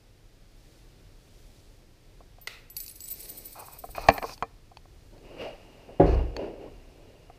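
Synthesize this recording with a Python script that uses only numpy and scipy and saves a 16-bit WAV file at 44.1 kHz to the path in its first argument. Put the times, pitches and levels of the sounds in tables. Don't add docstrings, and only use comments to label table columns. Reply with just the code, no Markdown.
import sys
import numpy as np
from scipy import signal
from scipy.fft import rfft, irfft, next_fast_len
from scipy.io import wavfile
from scipy.ndimage import uniform_filter1d, map_coordinates

SR = 44100
rng = np.random.default_rng(int(sys.argv[2]) if len(sys.argv) > 2 else 0)


def wrap_up_sound(samples):
    columns = np.atleast_2d(samples).T
    tamed = np.clip(columns, -1, 1)
    steps = np.round(tamed * 32767).astype(np.int16)
    wavfile.write(sys.argv[1], SR, steps)


N = 325502
T = np.arange(N) / SR

# start in seconds, tick level in dB, ring level in dB,
# pitch favoured by the struck spot in Hz.
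COIN_STRIKES = [(2.4134, -57, -49.5, 13700), (2.7004, -45, -39, 12300), (2.7666, -25.5, -30, 11700),
                (2.8025, -30, -29.5, 12600), (2.8627, -36, -45, 11860), (2.88, -34.5, -43, 11860),
                (2.9114, -43.5, -44, 11120), (2.958, -42, -47, 11120), (3.0051, -33, -39, 7835),
                (3.039, -41, -35, 7835), (3.057, -39.5, -62, 7835), (3.1024, -44, -35, 13500),
                (3.2303, -44.5, -41, 11120), (3.2914, -35, -40, 13300), (3.4564, -50, -39.5, 13500),
                (4.1374, -40.5, -41.5, 13500)]
# frequency in Hz, split in Hz, t60 in seconds.
COIN_MODES = [(7835, 55, .17), (11120, 28, .12), (11860, 14, .17), (13495, 75, .15)]
# frequency in Hz, level in dB per Hz.
TICK_SPECTRUM = [(1000, -25.5), (2000, -27.5), (2600, -2.5), (3400, -21), (4600, 3.5), (5500, -4),
                 (6300, 1), (8500, -13.5), (15000, -1.5)]
TOP_MODE_DB, OTHER_MODES_DB, SPOT_WIDTH_HZ = 6, -13, 550


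def clinks(ring_db=-5, tick_db=-1, twin=0.4):
    out, t = np.zeros(N), T[:SR // 3]
    onset = 1 - np.exp(-t / 0.00078)
    for start, strike_tick_db, strike_ring_db, spot_hz in COIN_STRIKES:
        tick = crest(coloured(rng.standard_normal(len(t)) * fade(t, 0.017), TICK_SPECTRUM))
        add(out, start, amp(strike_tick_db + tick_db) * tick)
        for hz, split_hz, t60 in COIN_MODES:
            away = 1 - np.exp(-.5 * ((hz - spot_hz) / SPOT_WIDTH_HZ) ** 2)
            is_top = hz == COIN_MODES[-1][0]
            mode_db = strike_ring_db + OTHER_MODES_DB * away + TOP_MODE_DB * is_top
            main = np.sin(2 * np.pi * hz * t)
            partner = np.sin(2 * np.pi * (hz + split_hz) * t + rng.standard_normal())
            ring = (main + twin * partner) * fade(t, t60) * onset
            add(out, start, amp(mode_db + ring_db) * crest(ring))
    return out


# centre in seconds, scrape level in dB, ring level in dB.
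CHUTE_GRAZES = [(2.839, -41, -56), (2.8963, -39, -61), (2.9616, -51, -51.5), (3.022, -48.5, -45),
                (3.0829, -40, -45), (3.121, -42, -37)]
# time in seconds, hiss level in dB.
SLIDE_LEVELS = [(2.72, -90), (2.776, -54), (2.946, -64.5), (3.22, -53.5), (3.642, -62), (4.106, -65.5),
                (4.196, -62.5), (4.338, -68), (4.42, -75)]
# frequency in Hz, level in dB per Hz.
SLIDE_SPECTRUM = [(1000, -21.5), (2300, 3.5), (3200, -7), (4300, 6), (6500, 1), (7300, -4.5), (7900, 4),
                  (9400, 4.5), (10500, 0.5), (12500, 2), (14200, -4.5), (15300, -2.5)]
SCRAPE_SPECTRUM = [(2000, -22), (4300, -5.5), (7300, -11.5), (8000, -2.5), (9300, 7), (10300, -6),
                   (12300, -7), (13200, -5.5), (14200, -20), (15300, 5)]
EXIT_SPECTRUM = [(2500, -15), (4200, -3.5), (4700, 4.5), (6400, -2.5), (7300, -12), (9000, -10.5),
                 (14000, -16.5)]
# frequency in Hz, width in Hz, level in dB.
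COIN_RESONANCES = [(7880, 90, -8.5), (11200, 90, -19), (13480, 110, 2)]
EXIT_START_S, EXIT_END_S, EXIT_RISE_S, EXIT_DB = 4.22, 4.342, .04, -47.5


def rattle(scrape_db=2.5, ring_db=-2.5, slide_db=4, slide_ring_db=-4, contact_s=0.0066, ring_t60=0.077,
           chatter_db=0.5):
    scrape, ring = np.zeros(N), np.zeros(N)
    t = T[:SR // 3] - .04
    for centre, graze_db, sing_db in CHUTE_GRAZES + turns():
        contact = np.exp(-.5 * (t / contact_s) ** 2)
        ringing = np.where(t < 0, contact, fade(abs(t), ring_t60))
        add(scrape, centre + t[0], amp(graze_db + scrape_db) * contact)
        add(ring, centre + t[0], amp(sing_db + ring_db) * ringing)
    chatter = unit(amp(chatter_db * wobble(120)))
    slide = amp(slide_db) * levels(SLIDE_LEVELS)[0] * chatter
    rim = scrape * noise(SCRAPE_SPECTRUM, grain_db=4.0) + slide * noise(SLIDE_SPECTRUM, grain_db=2.0)
    exit_swell = stroke(EXIT_START_S, EXIT_END_S, EXIT_RISE_S, release=.007)
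    leaving = amp(EXIT_DB) * exit_swell * noise(EXIT_SPECTRUM, grain_db=2.5)
    song = (ring + amp(slide_ring_db) * slide) * singing(COIN_RESONANCES)
    return rim + leaving + song


ROLL_START_S, TURNS_PER_S, TURNS_PER_S2, TURN_COUNT = 3.1107, 9.836, 9.727, 19
TURN_SCRAPE_DB, TURN_RING_DB, TURN_FADE_DB_PER_S = -39.5, -40.5, 12


def turns(scatter_db=1.8):
    speed = np.sqrt(TURNS_PER_S ** 2 + 2 * TURNS_PER_S2 * np.arange(TURN_COUNT))
    age = (speed - TURNS_PER_S) / TURNS_PER_S2
    db = scatter_db * rng.standard_normal(TURN_COUNT) - TURN_FADE_DB_PER_S * age
    return list(zip(ROLL_START_S + age, TURN_SCRAPE_DB + db, TURN_RING_DB + db))


# start in seconds, level in dB, hardness in dB, strongest pitch in Hz.
MECHANISM_KNOCKS = [(2.206, -45, -20, 636), (2.384, -47.5, -20, 714), (3.684, -37, -19, 1010),
                    (3.839, -30, -22, 660), (3.889, -43, -21, 620), (3.95, -39, -2, 644),
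                    (3.981, -21.5, -24, 680), (4.087, -3.5, -2.5, 690), (4.1005, -22, -3, 618),
                    (4.18, -29.5, 1, 807), (4.2265, -32, 0.5, 1100), (4.241, -23, -29, 450),
                    (4.294, -34, -5.5, 900), (4.4247, -17, -11, 1027), (4.715, -44.5, -23, 838),
                    (4.855, -50, -21, 805), (6.674, -46, -20, 416.3), (7.299, -40.5, -19, 725)]
# frequency in Hz, level in dB, t60 in seconds for a 0 dB blow.
HOUSING_MODES = [(68.5, -9, 0.1), (107, -14, .08), (144, -15, 0.033), (200, -10, 0.11), (281, -11, 0.16),
                 (456.7, -5.5, 0.12), (556.4, -9, 0.084), (699, 1, 0.065), (782, -3.5, 0.086),
                 (1033, -2, 0.047), (1100, 0, .04), (1190, -9, 0.065), (1284, -12, 0.07),
                 (1610, -13.5, 0.042), (1707, -7.5, 0.048), (1800, -25, 0.29), (2010, -12.5, 0.062),
                 (2350, -12, 0.1), (2290, -17, 0.04), (2530, -15, .04), (2424, -11.5, 0.091),
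                 (2940, -19.5, .03), (4140, -20.5, 0.061), (4200, -28, .028), (4770, -24, .028),
                 (4960, -29, 0.026)]
# frequency in Hz, level in dB per Hz.
CRACK_SPECTRUM = [(100, 6), (500, -16.5), (1100, -10.5), (2500, 1), (3600, -18), (4500, -7), (5700, -31),
                  (6400, -20.5), (7500, -36), (15000, -45.5)]
CLUNK_SPECTRUM = [(180, -41.5), (300, -12), (755, 0.5), (1170, -10), (1460, -19), (1750, -8), (1980, -16.5),
                  (2540, -15), (3670, -34), (4470, -26.5), (7000, -45), (9100, -74), (15400, -120)]
RING_DOUBLES_DB = 56.5


def knocks(bass_db=-11.0, mid_db=-2.5, treble_db=-4, crack_db=-6.0, clunk_db=-2, clunk_t60=.04,
           rise_cycles=.7, focus_db=7, focus_octaves=.25, contact_db=7, contact_t60=0.0072):
    out, t = np.zeros(N), T[:SR // 3]
    hz, mode_db, t60 = np.transpose(HOUSING_MODES)[:, :, None]
    register = np.digitize(hz[:, 0], [400, 1500])
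    onset = 1 - np.exp(-t * np.maximum(hz, 400) / rise_cycles)
    drive = onset * (1 + amp(contact_db) * fade(t, contact_t60))
    for start, db, hard_db, spot_hz in MECHANISM_KNOCKS:
        spot = np.exp(-.5 * (np.log2(hz / spot_hz) / focus_octaves) ** 2)
        swing = np.sin(2 * np.pi * (hz * t + rng.random(hz.shape)))
        decay = fade(t, t60 * 2 ** (db / RING_DOUBLES_DB))
        modes = amp(mode_db + focus_db * spot) * swing * drive * decay
        for k, level in enumerate([hard_db + bass_db, mid_db, hard_db + treble_db]):
            add(out, start, amp(db + level) * crest(modes[register == k].sum(0)))
        for spectrum, level, burst_t60 in [(CRACK_SPECTRUM, crack_db, .012), (CLUNK_SPECTRUM, clunk_db, clunk_t60)]:
            burst = rng.standard_normal(len(t)) * fade(t, burst_t60) * (1 - np.exp(-t / .0004))
            add(out, start, amp(db + hard_db + level) * crest(coloured(burst, spectrum)))
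    return out


# start in seconds, level in dB.
CATCH_CLICKS = [(4.0854, -22), (4.1001, -32), (4.181, -34.5), (4.378, -46), (4.4251, -32), (4.7708, -38.5),
                (5.18, -54), (6.366, -29.5)]
# frequency in Hz, level in dB, t60 in seconds.
CATCH_MODES = [(890, 5, 0.014), (1784, -4.5, 0.01), (2550, -1, 0.017), (3200, -4.5, 0.011),
               (4437, 0.5, .02), (5076, -11.5, 0.018), (6380, -9.5, 0.017), (7140, -16.5, .01),
               (9410, -16, .008), (13790, -21.5, 0.009)]


def catches():
    out, t = np.zeros(N), T[:SR // 20]
    for start, db in CATCH_CLICKS:
        ring = np.zeros(len(t))
        for hz, level, t60 in CATCH_MODES:
            gain = amp(level + rng.normal(0, 1.9))
            ring += gain * np.sin(2 * np.pi * (hz * t + rng.random())) * fade(t, t60)
        add(out, start, amp(db) * crest(ring * (1 - np.exp(-t / 0.00017))))
    return out


# start in seconds, end in seconds,
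# low band level in dB, high band level in dB.
RUB_STROKES = [(3.553, 3.629, -46, -59), (3.631, 3.775, -56.5, -64.5), (3.947, 4.04, -46.5, -47.5),
               (4.04, 4.19, -41.5, -51.5), (4.216, 4.251, -37, -62), (4.252, 4.331, -48.5, -55),
               (6.06, 6.15, -45, -52)]
# frequency in Hz, level in dB per Hz.
RUB_LOW_SPECTRUM = [(150, -14.5), (400, 0), (550, 2.5), (800, 9), (1100, 5), (1500, -4.5), (2200, -29.5),
                    (4000, -36.5)]
RUB_HIGH_SPECTRUM = [(900, -26), (1700, -5.5), (2330, -1), (2500, 11), (2680, -3.5), (3400, -13.5),
                     (4020, -5.5), (4270, 1.5), (4500, -2.5), (5300, -8.5), (5900, -8.5), (6500, -12.5),
                     (7400, -22), (14000, -30.5)]


def rubs(release=0.004):
    low, high = np.zeros(N), np.zeros(N)
    for start, end, low_db, high_db in RUB_STROKES:
        contact = stroke(start, end, rise=0.0022, release=release)
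        low += amp(low_db) * contact
        high += amp(high_db) * contact
    return low * noise(RUB_LOW_SPECTRUM, grain_db=1.5) + high * noise(RUB_HIGH_SPECTRUM, grain_db=2.0)


# frequency in Hz, level in dB per Hz.
SNAP_SPECTRUM = [(200, -34), (450, -4), (1000, -12), (1400, -3.5), (1720, -10.5), (2000, 6.5), (2250, -4.5),
                 (2650, 3), (3200, -8.5), (3900, -1.5), (5200, -8.5), (6500, -14), (10000, -21),
                 (15000, -21)]
SNAP_S = 2.4722


def snap(db=-28, room_db=-1, crack_t60=0.025):
    direct, sent, t = np.zeros(N), np.zeros(N), T[:SR // 8]
    burst = rng.standard_normal(len(t)) * fade(t, crack_t60) * (1 - np.exp(-t / .002))
    add(direct, SNAP_S, amp(db) * crest(coloured(burst, SNAP_SPECTRUM)))
    impulse = 1.0 * (t == 0)
    add(sent, SNAP_S, amp(db + room_db) * crest(coloured(impulse, SNAP_SPECTRUM)))
    return direct + room(sent)


# peak time in seconds,
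# rise in seconds, fall in seconds, wood level in dB, grit level in dB, groan level in dB,
# groan pitch in Hz (blended between rows).
DRAWER_EFFORTS = [(5.14, 0.00799, .08, -52.5, -93.5, -54.5, 329.3), (5.36, .06, .03, -51, -59, -51.5, 430),
                  (5.422, .02, .02, -49, -41.5, -38, 550), (5.459, .018, .04, -50, -45.5, -40, 610.3),
                  (5.89, 0.0051, 0.02496, -44, -77, -51, 400), (6.07, 0.014, .09, -37.5, -49, -54, 480),
                  (6.18, .012, .033, -33, -51.5, -54, 476.3), (6.405, .022, 0.061, -33, -51, -35.5, 424.4),
                  (6.63, 0.031, 0.0409, -43.5, -59.5, -46.5, 410), (7.02, 0.049, .15, -56, -81.5, -63, 422)]
# frequency in Hz, level in dB per Hz.
WOOD_SPECTRUM = [(71, -42), (120, -5), (167, -13.5), (232, -4.5), (258, -1.5), (330, -1.5), (386, -0.5),
                 (511, -5), (556, 0), (727, -7.5), (962, -13.5), (1130, -26.5), (2200, -28), (2860, -50),
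                 (4840, -120)]
GRIT_SPECTRUM = [(900, 4.5), (1500, -3), (2200, -2), (2600, 5.5), (2900, -5.5), (3400, -13.5), (4800, -7.5),
                 (6200, -21), (8000, -43.5), (14000, -39.5)]
# frequency in Hz, width in Hz, level in dB.
RAIL_RESONANCES = [(2320, 130, -6), (2820, 77, 9)]
DRAG_START_S, DRAG_RISE_S, DRAG_FADE_DB_PER_S = 5.22, 0.024, 4.5
DRAG_WOOD_DB, DRAG_GRIT_DB = -52.5, -58.5


def drawer(wood_db=-2, grit_db=-1, rasp_db=-6, groan_wander_hz=95, groan_rough_db=3.0, judder_db=0.5):
    drag = stroke(DRAG_START_S, T[-1], DRAG_RISE_S, release=1)
    drag *= amp(-DRAG_FADE_DB_PER_S * (T - DRAG_START_S))
    peak, rise, fall, board_db, sand_db, groan_db, hz = np.transpose(DRAWER_EFFORTS)
    t = T[::100, None]
    side = np.where(t < peak, rise, fall)
    effort = np.exp(1 - np.hypot(1, (t - peak) / side)) ** 2 + 1e-12
    wood, grit, groan = (np.interp(T, t[:, 0], np.sqrt(effort @ amp(db) ** 2)) for db in (board_db, sand_db, groan_db))
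    glide = np.interp(T, t[:, 0], effort @ hz / effort.sum(1))
    pitch = glide + groan_wander_hz * wobble(330)
    slips = unit(amp(groan_rough_db * wobble(120)) * np.sin(2 * np.pi * np.cumsum(pitch) / SR))
    judder = unit(amp(judder_db * wobble(76)))
    boards = amp(wood_db) * judder * noise(WOOD_SPECTRUM, grain_db=2.5)
    runners = amp(grit_db) * noise(GRIT_SPECTRUM, grain_db=1.5) + amp(rasp_db) * singing(RAIL_RESONANCES)
    wood = np.hypot(wood, amp(DRAG_WOOD_DB) * drag)
    grit = np.hypot(grit, amp(DRAG_GRIT_DB) * drag)
    return wood * boards + grit * runners + groan * slips


# frequency in Hz, level in dB, t60 in seconds.
CABINET_MODES = [(99.9, -12, 0.51), (160, 3, 0.23), (295, 0.5, 0.25), (348.4, -3.5, 0.31), (392, 2.5, 0.36),
                 (450, -19, .3), (558, 4, 0.22), (717, -0.5, 0.2), (822, -2, 0.15)]
# frequency in Hz, level in dB per Hz.
THUD_SPECTRUM = [(47, -52), (80, 2.5), (163, -3.5), (219, -10.5), (306, -1), (402, -3), (485, 2.5),
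                 (550, -12), (693, -2), (930, -17), (1780, -24), (3140, -39), (12000, -70), (15600, -105),
                 (22000, -120)]
THUMP_S = 5.9966


def thump(ring_db=-8.5, thud_db=-15, room_db=-4, thud_t60=0.28):
    out, t = np.zeros(N), T[:SR]
    rise = 1 - np.exp(-t / 0.0026)
    ring = np.zeros(len(t))
    for k, (hz, db, t60) in enumerate(CABINET_MODES):
        ring += (-1) ** k * amp(db) * np.sin(2 * np.pi * hz * t) * fade(t, t60)
    thud = coloured(rng.standard_normal(len(t)) * fade(t, thud_t60) * rise, THUD_SPECTRUM)
    add(out, THUMP_S, amp(thud_db) * crest(thud))
    out += amp(room_db) * room(out)
    add(out, THUMP_S, amp(ring_db) * crest(ring * rise))
    return out


# frequency in Hz, width of the pitch's wander in Hz, level in dB.
SWAY_MODES = [(36.8, 5, 1), (60.9, 6.7, 3), (97.6, 11, -10), (147.7, 5.6, -25)]
SHUDDER_DB, SHUDDER_RISE_S, SHUDDER_HOLD_S, SHUDDER_RELEASE_S = -21.5, 0.047, 0.19, 0.072


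def shudder():
    shaking = T > THUMP_S
    sway = np.zeros(N)
    for hz, width, level in SWAY_MODES:
        pitch = shaking * (hz + width / 2 * wobble(14))
        sway += amp(level) * np.sin(2 * np.pi * np.cumsum(pitch) / SR)
    envelope = stroke(THUMP_S, THUMP_S + SHUDDER_HOLD_S, SHUDDER_RISE_S, SHUDDER_RELEASE_S)
    return amp(SHUDDER_DB) * envelope * sway / np.std(sway[shaking])


# centre in seconds, half length in seconds, rumble level in dB,
# soft rustle level in dB, sleeve hiss level in dB.
HAND_MOVES = [(.7, 0.14, -72, -69, -67.5), (1.487, .2, -56.5, -65, -65.5), (3.331, .16, -70, -57.5, -88),
              (4.019, .18, -46, -59.5, -82), (5.075, 0.27, -55.5, -66.5, -74),
              (5.92, 0.089, -55, -67.5, -83.5), (6.689, 0.18, -51, -60, -87)]
# frequency in Hz, level in dB per Hz.
RUMBLE_SPECTRUM = [(15, -12.5), (30, 7), (70, -4), (120, -11.5), (250, -30), (800, -59)]
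RUSTLE_SPECTRUM = [(100, -20.5), (220, -1.5), (330, 0.5), (560, -2), (800, -9), (1500, -23.5), (5000, -42)]
SLEEVE_SPECTRUM = [(1000, -17), (2500, -3), (4500, 0.5), (7000, -3.5), (11500, -8), (15000, -11.5)]
HOLD_RUSTLE_DB = -70


def handling():
    rumble, rustle, sleeve = np.zeros((3, N))
    for centre, length, rumble_db, rustle_db, sleeve_db in HAND_MOVES:
        swell = np.exp(-.5 * ((T - centre) / length) ** 2)
        rumble += amp(rumble_db) * swell
        rustle += amp(rustle_db) * swell
        sleeve += amp(sleeve_db) * swell
    rustle = np.hypot(rustle, amp(HOLD_RUSTLE_DB))
    cloth = rustle * noise(RUSTLE_SPECTRUM) + sleeve * noise(SLEEVE_SPECTRUM, grain_db=2.0)
    return rumble * noise(RUMBLE_SPECTRUM) + amp(1.1 * wobble(6.1)) * cloth


# frequency in Hz, t60 in seconds.
ROOM_DECAY = [(100, 1), (500, 0.65), (2500, 0.49), (6000, .42), (14000, 0.49)]


def room(x):
    hz, t, z = signal.stft(rng.standard_normal(SR), SR, nperseg=256)
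    tail = signal.istft(z * fade(t, along(ROOM_DECAY, hz)[:, None]), SR, nperseg=256)[1]
    tail *= 1 - np.exp(-np.arange(len(tail)) / SR / 0.017)
    return signal.fftconvolve(x, tail / np.linalg.norm(tail))[:N]


# frequency in Hz, level in dB per Hz.
AIR_SPECTRUM = [(12, -29), (20, 1), (39, 2.5), (59, -10.5), (103, -5.5), (225, -20), (315, -18.5),
                (519, -23), (1010, -32), (2210, -31), (3170, -32.5), (4810, -32), (6910, -38), (13900, -44),
                (15500, -46)]


def air(db=-54.5):
    return amp(db + 0.62 * wobble(3.2)) * noise(AIR_SPECTRUM)


def noise(spectrum, grain_db=0):
    white = rng.standard_normal(N) * amp(grain_db * wobble(SR / 40))
    return unit(filtered(white, lambda hz: amp(along(spectrum, hz))))


def singing(modes):
    def response(f):
        return sum(amp(db) * 1j * f * w / (c * c - f * f + 1j * f * w) for c, w, db in modes)
    return unit(filtered(rng.standard_normal(N), response))


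def stroke(start, end, rise, release):
    since, after = np.maximum(T - start, 0), np.maximum(T - end, 0)
    return (1 - np.exp(-since / max(rise, 1e-4))) * np.exp(-after / max(release, 1e-4))


def fade(t, t60):
    return np.exp(-np.log(1000) * t / np.maximum(t60, 1e-4))


def wobble(rate):
    return map_coordinates(rng.standard_normal(int(N * rate / SR) + 4), [T * rate], order=2)


def coloured(x, spectrum, size=2048):
    gain = amp(along(spectrum, np.fft.rfftfreq(size, 1 / SR)))
    cepstrum = irfft(np.log(gain + 1e-6))
    cepstrum[1:size // 2] *= 2
    cepstrum[size // 2 + 1:] = 0
    return signal.fftconvolve(x, irfft(np.exp(rfft(cepstrum))))[:len(x)]


def filtered(x, response):
    m = next_fast_len(len(x) + SR // 4)
    return irfft(rfft(x, m) * response(np.fft.rfftfreq(m, 1 / SR)), m)[:len(x)]


def levels(rows):
    s, *cols = np.transpose(rows)
    inside = (T >= s[0]) & (T <= s[-1])
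    return [np.where(inside, amp(np.interp(T, s, c)), 0) for c in cols]


def along(points, hz):
    f, v = np.transpose(points)
    return np.interp(np.log(hz + 1), np.log(f + 1), v)


def amp(db):
    return 10 ** (np.asarray(db) / 20)


def unit(x):
    return x / np.sqrt(np.mean(x ** 2) + 1e-20)


def crest(x):
    return x / np.sqrt(uniform_filter1d(x ** 2, size=88).max() + 1e-20)


def add(track, s, x):
    part = track[max(round(s * SR), 0):][:len(x)]
    part += x[:len(part)]


def scene():
    close = clinks() + rattle() + knocks() + catches() + rubs()
    cabinet = snap() + drawer() + thump() + shudder()
    return (close + amp(-31.5) * room(close) + cabinet + handling() + air())[None]


TOP_HZ = 15350


def record(dry):
    rounded = dry[0] / (1 + (dry[0] / .98) ** 8) ** (1 / 8)
    return filtered(rounded, lambda hz: hz < TOP_HZ)[None]


dry = scene()
out = record(dry)
wrap_up_sound(out)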